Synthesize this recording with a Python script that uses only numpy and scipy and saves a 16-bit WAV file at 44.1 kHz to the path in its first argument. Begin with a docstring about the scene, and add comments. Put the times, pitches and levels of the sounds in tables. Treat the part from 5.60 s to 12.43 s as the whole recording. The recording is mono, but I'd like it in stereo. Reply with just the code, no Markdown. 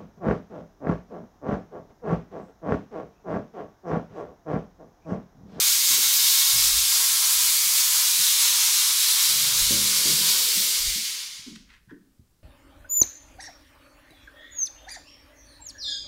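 """Pneumatic lift table sinking

A lift table sinks under a motorcycle in a workshop, heard from a hand-held camera that backs away.
Air hisses from the vent until the pressure is spent; the steel deck rumbles, groans, lands and settles
with a few knocks. Shoes thud and scuff on the concrete while a steel ramp is carried up."""
import sys
import numpy as np
from scipy import signal
from scipy.fft import rfft, irfft
from scipy.io import wavfile
from scipy.ndimage import uniform_filter1d, map_coordinates

SR = 44100
rng = np.random.default_rng(int(sys.argv[2]) if len(sys.argv) > 2 else 0)


def master_out(mix):
    """Clip the mix to full scale and print it as 16-bit PCM to the path in sys.argv[1]."""
    frames = np.transpose(np.atleast_2d(mix))
    ceiling = np.clip(frames, -1, 1)
    pcm = np.round(ceiling * 32767).astype(np.int16)
    wavfile.write(sys.argv[1], SR, pcm)


N = 301203
TIME = np.arange(N) / SR

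# room tone of the still workshop: freq_hz, density_db
SHOP_SPECTRUM = [(20, -5), (45, -3), (110, -13), (220, -13), (400, -21.5), (700, -28), (1100, -28),
                 (2500, -33.5), (5000, -31), (15500, -34.5)]
# a hand shifting on the camera: centre_s, length_s, level_db
HAND_BUMPS = [(1.02, .13, -45), (1.16, .11, -40.5), (1.82, 0.11, -53.5), (4.037, 0.093, -38),
              (5.28, 0.081, -36.5), (6.048, 0.27, -62)]
# shoes landing: start_s, peak_db, pitch_hz, t60_s
FOOTFALLS = [(.933, -38, 118, 0.32), (1.039, -43, 90, .25), (1.82, -57, 119, .2), (2.059, -50, 140, .06),
             (2.585, -45, 170, 0.087), (5.789, -49, 129, 0.037), (6.272, -47.5, 129, 0.061),
             (6.592, -43.5, 120, .039)]
# soles scuffing: centre_s, length_s, level_db, pitch_hz, width_hz
SOLE_SCUFFS = [(5.959, .009, -45, 2800, 4500), (6.129, 0.058, -54, 1900, 2200)]
# hollow bumps of the carried ramp: start_s, peak_db, pitch_hz, rebound_loss_db
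RAMP_HITS = [(5.861, -32.5, 256, 4.5), (6.309, -36, 273, 8.5)]
# ring of the steel ramp: pitch_hz, width_hz, gain_db
RAMP_MODES = [(1090, 400, -11), (1510, 240, -0.5), (1640, 140, -2), (1816, 98, 0), (3290, 700, -19.5),
              (4730, 1500, -28)]
# ring of the loaded steel deck: pitch_hz, gain_db, t60_s
DECK_MODES = [(71, -13, .55), (124, -4, .42), (153, -13, .45), (200, -5, .95), (236, 0, .38),
              (276, -11, .25), (317, -10, .5), (330, -4, .25), (404, -8, .25), (470, -12, .2),
              (525, -9, .18), (571, -11, .6)]
# tones of the scissor arms under load: pitch_hz, level_db
DESCENT_GROANS = [(125, -51.5), (146, -49.5), (184, -61.5), (276, -59.5), (571, -56)]
# short groans as the frame rebounds: start_s, length_s, pitch_hz, level_db
REBOUND_GROANS = [(4.48, 0.091, 153, -34.5), (4.59, 0.12, 155, -43), (4.95, .08, 190, -43.5)]
# knocks of the settling frame: start_s, peak_db, cutoff_hz, rattle_decay_s, ring_share
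FRAME_KNOCKS = [(0.3, -40.5, 331, 0.053, 0.2), (0.365, -39, 480, 0.043, 0.18), (4.106, -22, 650, .02, 1),
                (4.453, -29, 591, 0.056, 0.42), (4.505, -35.5, 379, 0.033, 0.36),
                (4.599, -34, 350, 0.018, .25), (4.954, -36, 298, 0.063, 0.1),
                (5.353, -38.5, 276, 0.03, 0.15)]
# base colour of the vent's jet: freq_hz, density_db
VENT_SPECTRUM = [(100, -36), (330, -38.5), (520, -30.5), (690, -33.5), (810, -22.5), (960, -13.5),
                 (1900, -12), (2700, -7), (3700, 0), (5200, 0), (7500, -1), (9500, -4), (13500, -6.5),
                 (16000, -10)]
# resonances of the vent muffler: pitch_hz, width_hz, gain_db
MUFFLER_MODES = [(2197, 213, 4), (3850, 430, -0.5), (4740, 240, 0.5), (6480, 410, 0.5), (10840, 1000, 2),
                 (14040, 1500, 2)]
# peaks and dips the muffler takes on as the flow weakens: pitch_hz, width_hz, gain_db
HOLLOW_MODES = [(2160, 500, 5.5), (2660, 270, 0), (2980, 450, 4), (4700, 400, -0.5), (6500, 300, 0.5),
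                (8100, 500, -3.5), (9650, 800, 5)]
# the vent nearly whistles: centre_s, length_s, pitch_hz, width_hz, boost_db
NEAR_WHISTLES = [(.12, .6, 2170, 200, 5.5), (.78, .7, 5130, 600, 3), (2.0, 0.63, 2260, 221.4, 3.5),
                 (3.52, 0.2, 4050, 179.6, 4), (4.8, .56, 4650, 401, 4.5)]
# rides on the hiss as the camera moves round the vent: time_s, gain_db, treble_db_per_octave
HISS_RIDES = [(0, -23.5, -2.5), (1.0, -23, -3), (2.1, -24, -1.8), (2.9, -22, -5.5), (3.5, -22, -5),
              (4.2, -23, -5.5), (4.8, -23, -4.5)]

SLIDE_STARTS_S, SLIDE_ATTACK_S, LANDS_S = 3.65, 0.071, 4.1
EMPTYING_S, EMPTY_S = 4.765, 6.328  # the pressure runs out between these moments


def undb(db):
    """Decibels to gain."""
    return 10 ** (np.asarray(db) / 20)


def unit(x):
    """Scale to rms 1."""
    return x / np.sqrt(np.mean(x ** 2))


def colour(table, hz):
    """A spectrum's dB at the given frequencies."""
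    points, db = np.transpose(table)
    return np.interp(np.log(hz + 1), np.log(points), db)


def hump(f, hz, width_hz):
    """Bell curve of a resonance, 1 at its centre."""
    return 1 / (1 + (2 * (f - hz) / width_hz) ** 2)


def bells(modes, f):
    """EQ curve in dB of a set of resonances."""
    return sum(db * hump(f, hz, width_hz) for hz, width_hz, db in modes)


def noise(curve_db):
    """Noise of rms 1, coloured by an EQ curve."""
    gain = undb(curve_db(np.fft.rfftfreq(N, 1 / SR)))
    return unit(irfft(rfft(rng.standard_normal(N)) * gain, N))


def butter(x, hz, kind, order):
    """Low-pass or high-pass."""
    return signal.sosfilt(signal.butter(order, hz, kind, fs=SR, output="sos"), x)


def band(x, hz, width_hz, passes=2):
    """One broad resonance, steeper with each pass."""
    for _ in range(passes):
        x = signal.lfilter(*signal.iirpeak(hz, hz / width_hz, fs=SR), x)
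    return x


def walk(rate_hz):
    """Smooth random drift with a spread near 1."""
    hold = int(SR / rate_hz)
    stairs = np.repeat(rng.standard_normal(N // hold + 1), hold)
    return 1.3 * uniform_filter1d(uniform_filter1d(stairs, hold), hold)[:N]


def since(s):
    """Seconds gone by since a moment, 0 before it."""
    return np.maximum(TIME - s, 0)


def fade(t, t60_s):
    """Decay by 60 dB in t60_s."""
    return np.exp(-np.log(1000) * t / t60_s)


def swell(centre_s, length_s, t):
    """Bell-shaped envelope."""
    return np.exp(-2 * ((t - centre_s) / length_s) ** 2)


def add(out, s, x):
    """Mix a sound in at a time."""
    i = int(s * SR)
    out[i:i + len(x)] += x[:N - i]


def room_tone():
    """Still workshop air, a faint bed weighted to the lows."""
    return noise(lambda f: colour(SHOP_SPECTRUM, f)) * undb(-65.5)


def room(x, t60_s, wet_db):
    """Adds the short diffuse tail of a cluttered workshop."""
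    t = TIME[:SR]
    tail = rng.standard_normal(SR) * fade(t, t60_s) * (t > .008)
    return x + undb(wet_db) * signal.fftconvolve(x, tail / np.linalg.norm(tail))[:N]


def handling():
    """Deep bumps carried through the camera's body."""
    rumble = butter(rng.standard_normal(N), 55, "low", order=3)
    rumble = butter(rumble, 24, "high", order=2)
    return unit(rumble) * sum(undb(db) * swell(s, length_s, TIME) for s, length_s, db in HAND_BUMPS)


def thud(peak_db, hz, t60_s, rough, attack_s):
    """A soft, heavy contact: a damped low note roughened by a band of noise."""
    t = TIME[:SR]
    spread = unit(band(rng.standard_normal(SR), hz, 0.69 * hz))
    push = fade(t, t60_s) * (1 - np.exp(-t / attack_s)) ** 2
    note = butter((np.sin(2 * np.pi * hz * t) + rough * spread) * push, 400, "low", order=4)
    return undb(peak_db) * note / np.abs(note).max()


def footsteps():
    """Shoes land on the concrete with a dull thud."""
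    out = np.zeros(N)
    for s, db, hz, t60_s in FOOTFALLS:
        add(out, s, thud(db, hz, t60_s, rough=.7, attack_s=.006))
    return out


def scuffs():
    """Rubber drags over grit in short, uneven strokes."""
    out = np.zeros(N)
    for s, length_s, db, hz, width_hz in SOLE_SCUFFS:
        grit = butter(rng.standard_normal(N) * undb(2.3 * walk(300)), 890, "high", order=4)
        out += undb(db) * swell(s, length_s, TIME) * unit(band(grit, hz, width_hz))
    return out


def ramp_bumps(hits=3, gap_s=.047, pitch_ratio=.87):
    """The steel ramp bumps and rebounds, each hit softer and so lower."""
    out = np.zeros(N)
    for s, db, hz, loss_db in RAMP_HITS:
        for k in range(hits):
            bump = thud(db - k * loss_db, hz * pitch_ratio ** k, t60_s=.11, rough=.82, attack_s=.011)
            add(out, s + k * gap_s, bump)
    return out


def ramp_scrape(peak_s=6.312, attack_s=.025, level_db=-50.5):
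    """As the ramp is set down, its edge drags over the concrete and rings the steel."""
    grit = rng.standard_normal(N) * undb(2.5 * walk(300))
    ring = sum(undb(db) * band(grit, hz, width_hz) for hz, width_hz, db in RAMP_MODES)
    press = swell(peak_s, attack_s, np.minimum(TIME, peak_s)) * fade(since(peak_s), t60_s=.13)
    return undb(level_db) * unit(ring) * press


def deck_ring():
    """The deck's answer to one blow; each lands on another spot, so the phases are random."""
    t = TIME[:SR]
    return sum(undb(db) * fade(t, t60_s) * np.sin(2 * np.pi * hz * t + rng.uniform(0, 2 * np.pi))
               for hz, db, t60_s in DECK_MODES)


def rollers(shudder_db=-51, shudder_release_s=4.38, rub_release_s=4.995):
    """The scissor rollers shake the deck and rub along their track, harder once it has landed."""
    shaking = butter(rng.standard_normal(N), 93, "low", order=2)
    shudder = unit(signal.fftconvolve(shaking, deck_ring())[:N])
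    shudder *= undb(shudder_db) * fade(since(shudder_release_s), t60_s=1.1)
    friction = band(rng.standard_normal(N), hz=456, width_hz=200, passes=1)
    rub = unit(butter(friction, 614, "low", order=12))
    rub_db = np.where(TIME < LANDS_S, -56, -50.5)
    rub *= undb(rub_db) * fade(since(rub_release_s), t60_s=1.8)
    return (shudder + rub) * np.minimum(since(SLIDE_STARTS_S) / SLIDE_ATTACK_S, 1)


def groan(start_s, length_s, hz, db):
    """A dry pivot sings on a wavering low tone."""
    phase = 2 * np.pi * np.cumsum(hz + 1.7 * walk(40)) / SR
    progress = np.clip((TIME - start_s) / length_s, 0, 1)
    load = np.sqrt(np.abs(np.sin(np.pi * progress)))
    return undb(db + 2 * walk(30)) * load * np.sin(phase)


def arm_groans():
    """The scissor arms groan through the last of the descent, then briefly as the frame rebounds."""
    start_s = SLIDE_STARTS_S + SLIDE_ATTACK_S / 2
    descent = sum(groan(start_s, LANDS_S - start_s, hz, db) for hz, db in DESCENT_GROANS)
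    return descent + sum(groan(*row) for row in REBOUND_GROANS)


def frame_knocks():
    """The frame drops onto its stops: the deck rings and the loose joints clatter."""
    out, t = np.zeros(N), TIME[:SR]
    for s, db, cutoff_hz, rattle_decay_s, ring_share in FRAME_KNOCKS:
        burst = rng.standard_normal(SR) * np.exp(-t / rattle_decay_s)
        clatter = butter(butter(burst, 170, "high", order=3), 550, "low", order=3)
        blow = ring_share * unit(deck_ring()) + (1 - ring_share) * unit(clatter)
        blow = butter(blow, cutoff_hz, "low", order=4)
        add(out, s, undb(db) * blow / np.abs(blow).max())
    return out


def moving_echoes(x, echo_db, drift_s, count):
    """Paths off floor, deck and benches change as the camera moves, so the hiss swirls."""
    out = x.copy()
    for lag_s in rng.uniform(.002, .016, count):
        delay = (lag_s + drift_s * walk(.7)) * SR
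        out += undb(echo_db) * map_coordinates(x, [np.arange(N) - delay], order=1, mode="wrap")
    return unit(out)


def pressure_sag(flow_power=3.85):
    """The dB the hiss loses as the pressure runs out: slowly at first, then ever faster."""
    flow = np.maximum(1 - (since(EMPTYING_S) / (EMPTY_S - EMPTYING_S)) ** 2, .01)
    return -20 * flow_power * np.log10(flow)


def muffler_eq(f, t, sag_db, fully_hollow_db=16.5, wander_db=1.55):
    """The muffler's moving EQ in dB: it wanders, nearly whistles and turns hollow as the flow weakens."""
    hollow = np.minimum(sag_db / fully_hollow_db, 1) * bells(HOLLOW_MODES, f)
    wander = sum(hump(f, hz, width_hz) * np.interp(t, TIME, walk(3.11))
                 for hz, width_hz, _ in MUFFLER_MODES)
    whistles = sum(db * hump(f, hz, width_hz) * swell(s, length_s, t)
                   for s, length_s, hz, width_hz, db in NEAR_WHISTLES)
    return hollow + wander_db * wander + whistles


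def vent_hiss(trim_db=3, flutter_db=.59, roar_release_s=4.65, roar_fall_db_per_s=20):
    """A turbulent jet through a muffler; as the pressure drops, its low roar and sizzle fade first."""
    ride_s, *rides = np.transpose(HISS_RIDES)
    ride_db, treble_tilt = (np.interp(TIME, ride_s, ride) for ride in rides)
    sag_db = pressure_sag()
    sizzle_tilt = 4.5 + treble_tilt - .5 * sag_db  # dB per octave
    # the roar fades early and evenly, until the sag overtakes it
    roar_fade_db = np.minimum(sag_db - roar_fall_db_per_s * since(roar_release_s), 0)
    roar_db = 1.14 + 1.8 * walk(9) + roar_fade_db
    jet = noise(lambda f: colour(VENT_SPECTRUM, f) + bells(MUFFLER_MODES, f))
    jet = moving_echoes(jet, echo_db=-15.5, drift_s=.0005, count=6)
    f, t, cells = signal.stft(jet, SR, nperseg=512)
    f = f[:, None] + 1
    sag, sizzle, roar = (np.interp(t, TIME, curve) for curve in (sag_db, sizzle_tilt, roar_db))
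    highs_db = sizzle * np.maximum(np.log2(f / 5300), 0)
    lows_db = roar * np.clip(np.log2(2000 / f), 0, 1)
    cells = cells * undb(highs_db + lows_db + muffler_eq(f, t, sag))
    hiss = signal.istft(cells, SR)[1][:N]
    return hiss * undb(trim_db + ride_db - sag_db + flutter_db * walk(24.09))


def scene():
    """Hiss, lift and footwork over the room tone, the same in both channels."""
    bed = room_tone()
    contacts = frame_knocks() + footsteps() + ramp_bumps() + ramp_scrape() + scuffs()
    lift = vent_hiss() + rollers() + arm_groans()
    mix = bed + handling() + lift + room(contacts, t60_s=.46, wet_db=-7.5)
    return np.array([mix, mix])


def record(dry, top_hz=15750):
    """The camera cuts the top end steeply."""
    return signal.sosfilt(signal.ellip(12, .1, 80, top_hz, fs=SR, output="sos"), dry)


dry = scene()
out = record(dry)
master_out(out)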